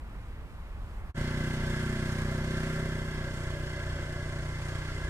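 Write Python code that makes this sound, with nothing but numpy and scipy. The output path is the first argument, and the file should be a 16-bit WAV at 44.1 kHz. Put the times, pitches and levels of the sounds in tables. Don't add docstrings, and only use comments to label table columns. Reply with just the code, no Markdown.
import sys
import numpy as np
from scipy import signal
from scipy.fft import rfft, irfft
from scipy.io import wavfile
from scipy.ndimage import uniform_filter1d

SR = 44100
rng = np.random.default_rng(int(sys.argv[2]) if len(sys.argv) > 2 else 0)


def int16_out(signal):
    q = np.round(np.clip(np.atleast_2d(signal).T, -1, 1) * 32767)
    wavfile.write(sys.argv[1], SR, q.astype(np.int16))


N = 224468
TIME, HZ = np.arange(N) / SR, np.arange(N // 2 + 1) * SR / N

# (frequency [Hz], shared power [0-1])
PORT_COHERENCE = [(30, 0.9), (60, 0.95), (150, 0.95), (400, 1), (1000, 0.88), (2000, 0.75), (4000, 0.45),
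                  (7000, 0.11), (12000, 0.45)]
# (frequency [Hz], left minus right [dB])
PORT_BALANCE = [(60, -0.6), (690, -0.4), (1270, 0.5), (2330, -2), (4290, -3.5), (7890, -5.5), (14500, 0.5)]
# (frequency [Hz], relative density [dB])
WIND_SPECTRUM = [(9, -36), (15, -8), (33, -3), (57, -2), (135, -18), (214, -21.5), (255, -25.5),
                 (400, -29.5), (700, -31.5), (1050, -30), (2000, -36.5), (3500, -46), (6000, -55),
                 (10000, -54.5), (15000, -61)]
RUMBLE_SPECTRUM = [(15, 0), (30, -1.5), (48, 3), (75, -2), (120, -4.5), (180, -10), (270, -14), (350, -11),
                   (460, -15), (650, -18), (780, -22.5), (1050, -15.5), (1300, -24.5), (2000, -49)]
AIR_SPECTRUM = [(410, -34), (700, -15), (1050, -9), (1670, -10.5), (2080, -7.5), (2430, -14), (4000, -18.5),
                (7500, -21.5), (9500, -24.5), (12000, -33.5), (14000, -42), (15000, -61)]
# (time [s], gain [dB])
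AIR_GAIN = [(1.14, -47), (2.0, -46.5), (2.2, -45), (2.46, -48), (2.62, -45), (3.05, -50), (4.4, -51),
            (4.7, -48.5), (5.09, -50.5)]
DRONE_GAIN = [(1.14, -52), (2.0, -48), (2.2, -51), (2.36, -43.5), (2.55, -50), (2.75, -47.5), (3.6, -51),
              (4.1, -47.5), (4.65, -54), (5.09, -52.5)]
CLATTER_GAIN = [(1.14, -43.5), (1.8, -41.5), (2.25, -48), (2.55, -43.5), (3.3, -46), (4.0, -45),
                (4.57, -49), (4.8, -46), (5.09, -45.5)]
# (frequency [Hz], width [Hz], relative level [dB])
BODY_MODES = [(531.4, 31, -4.5), (572.5, 21.5, 0), (641, 72, -2)]
BLOCK_MODES = [(1379, 65, -4), (1560, 56, -1.5), (1651, 45, -0.5), (1763, 40, -5), (2051, 100, -2),
               (2774, 160, -12.5), (2955, 44, -13.5), (3248, 110, -9.5), (3538, 146, -12), (4440, 52, -13),
               (5210, 80, -14.5), (7120, 150, -23)]
# (multiple of the firing rate [1], amplitude relative to the clatter [dB])
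WHINE_ORDERS = [(33, -20), (36, -18), (50, -8), (51, -13), (54, -17), (57, -15)]
# (time [s], firing rate [Hz])
FIRING_RATE = [(1.14, 30.668), (1.88, 30.749), (2.87, 31.618), (3.12, 30.931), (4.1, 30.257),
               (5.09, 30.572)]
# (frequency [Hz], width [Hz], phase lag [rad])
PIPE_MODES = [(62, 24, .6), (150, 44, 2.2)]
# (multiple of the firing rate [1], relative level [dB])
LOADED_HARMONICS = [(1, -2.5), (2, -3), (3, -2), (4, -2.5), (5, 1), (6, -11.5), (7, -5), (8, -7.5),
                    (9, -21), (10, -19), (11, -11.5), (12, -7.5), (13, -17.5), (14, -27), (17, -16)]
UNLOADED_HARMONICS = [(1, -3.5), (2, -1.5), (3, -0.5), (4, -5.5), (5, -1.5), (6, -18.5), (7, -20.5),
                      (8, -16), (9, -23), (10, -19.5), (11, -17), (12, -12), (13, -22), (14, -25),
                      (17, -20)]

AIR_LAG_S, ENGINE_LAG_S = 6.34 / SR, 4.7 / SR


def undb(db):
    return 10 ** (np.asarray(db) / 20)


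def level(x, db):
    return x * undb(db) / np.sqrt(np.mean(x ** 2))


def along(table):
    return np.interp(TIME, *np.transpose(table))


def across(table):
    hz, value = np.transpose(table)
    return np.interp(np.log(HZ + 1), np.log(hz), value)


def walk(rate_hz):
    hold = int(SR / rate_hz)
    steps = np.repeat(rng.standard_normal(N // hold + 1), hold)
    return 1.37 * uniform_filter1d(uniform_filter1d(steps, hold), hold)[:N]


def fall(middle_s, length_s):
    return .5 - .5 * np.sin(np.pi * np.clip((TIME - middle_s) / length_s, -.5, .5))


def port_noise(lag_s):
    shared, left, right = rfft(rng.standard_normal((3, N)))
    share = np.clip(across(PORT_COHERENCE), 0, 1)
    late = shared * np.exp(-2j * np.pi * HZ * lag_s)
    tilt = undb(across(PORT_BALANCE) / 2)
    pair = np.sqrt(share) * np.array([late, shared]) + np.sqrt(1 - share) * np.array([left, right])
    return pair * np.array([tilt, 1 / tilt])


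def rush(spectrum, swell_db, flicker_db):
    noise = port_noise(AIR_LAG_S) * undb(across(spectrum))
    swell, out = swell_db * walk(5.04), 0
    for octave in range(3, 15):
        band = np.clip(1 - abs(np.log2(HZ + 1) - octave), 0, 1)
        out += irfft(noise * band, N) * undb(swell + flicker_db * walk(14))
    return level(out, 0)


def sea_wind():
    return rush(WIND_SPECTRUM, swell_db=.33, flicker_db=.68) * undb(-39.5)


def pulsation(cycles, depth_db, decay_cycles):
    firing = np.floor(cycles).astype(int)
    size = 1 + .2 * rng.standard_normal(N // 1000)[firing - firing[0]]
    gain_db = depth_db * size * np.exp(-(cycles - firing) / decay_cycles)
    return undb(uniform_filter1d(gain_db, size=260))


def engine_air(cycles, brightness):
    air = rush(AIR_SPECTRUM, swell_db=.29, flicker_db=.84)
    air *= pulsation(cycles + .18, depth_db=5, decay_cycles=.43) * undb(along(AIR_GAIN))
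    treble = signal.sosfilt(signal.butter(2, 10000, "high", fs=SR, output="sos"), air)
    return air + .63 * brightness * treble


def ring(cycles, modes, knock_db, waver_db):
    valves = irfft(port_noise(ENGINE_LAG_S), N) * pulsation(cycles + .043, depth_db=1.4, decay_cycles=1)
    fired = np.diff(np.floor(cycles + .003 * walk(5)), prepend=0) == 1
    knocks = rfft(level(fired * undb(1.8 * walk(20)), knock_db))
    drive = rfft(valves) + np.array([knocks * np.exp(-2j * np.pi * HZ * ENGINE_LAG_S), knocks])
    out = 0
    for centre_hz, width_hz, db in modes:
        response = 1 / (1 + 2j * (HZ - centre_hz) / width_hz) ** 2
        out += level(irfft(drive * response, N), db) * undb(waver_db * walk(4.17))
    return level(out, 0)


def body_drone(cycles):
    return ring(cycles, BODY_MODES, knock_db=-3, waver_db=.57) * undb(along(DRONE_GAIN))


def whine(cycles):
    tones = sum(undb(db + 2 * walk(2.97)) * np.sin(2 * np.pi * order * cycles + .5 * walk(6))
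                for order, db in WHINE_ORDERS)
    return np.array([np.roll(tones, round(ENGINE_LAG_S * SR)), tones])


def block_clatter(cycles):
    clatter = ring(cycles, BLOCK_MODES, knock_db=-4, waver_db=.6)
    return (clatter + whine(cycles)) * undb(along(CLATTER_GAIN))


def exhaust(cycles, load, brightness, loaded_db=-31.5, unloaded_db=-35.5, lead_rad=.75):
    idle_hz = FIRING_RATE[0][1]
    swell_db, pulses = .5 * walk(15), 0
    for (order, on_db), (_, off_db) in zip(LOADED_HARMONICS, UNLOADED_HARMONICS):
        lag = sum(rad / (1 + (2 * (order * idle_hz - hz) / width) ** 2) for hz, width, rad in PIPE_MODES)
        db = brightness * on_db + (1 - brightness) * off_db + swell_db + 1.11 * walk(5.966)
        jitter = .023 * (order + 4) * walk(7.1)
        pulses -= undb(db) * np.cos(2 * np.pi * order * cycles + lead_rad - lag + jitter)
    pulses /= np.sqrt(uniform_filter1d(pulses ** 2, SR // 4))
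    pulses *= undb(load * loaded_db + (1 - load) * unloaded_db)
    return np.array([np.roll(pulses, round(ENGINE_LAG_S * SR)) * undb(-.3), pulses])


def engine(first_firing_s=1.1495):
    cycles = np.cumsum(along(FIRING_RATE)) / SR
    cycles -= cycles[int(first_firing_s * SR)]
    load = fall(middle_s=2.985, length_s=.73)
    brightness = fall(middle_s=3.4, length_s=1.3)
    pipe = exhaust(cycles, load, brightness)
    return pipe + block_clatter(cycles) + body_drone(cycles) + engine_air(cycles, brightness)


def scene(wind_end_s=1.1327, engine_start_s=1.143):
    fade_out = np.clip((wind_end_s - TIME) / .031, 0, 1) ** 2
    fade_out = np.maximum(fade_out, undb(-28) * (TIME < engine_start_s))
    fade_in = np.clip((TIME - engine_start_s) / .033, 0, 1)
    wind, van = sea_wind(), engine()
    rumble = rush(RUMBLE_SPECTRUM, swell_db=.25, flicker_db=1.2) * undb(-42)
    return wind * fade_out + (van + rumble) * fade_in


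def record(dry):
    return signal.sosfilt(signal.ellip(14, .2, 80, 15100, fs=SR, output="sos"), dry)


dry = scene()
out = record(dry)
int16_out(out)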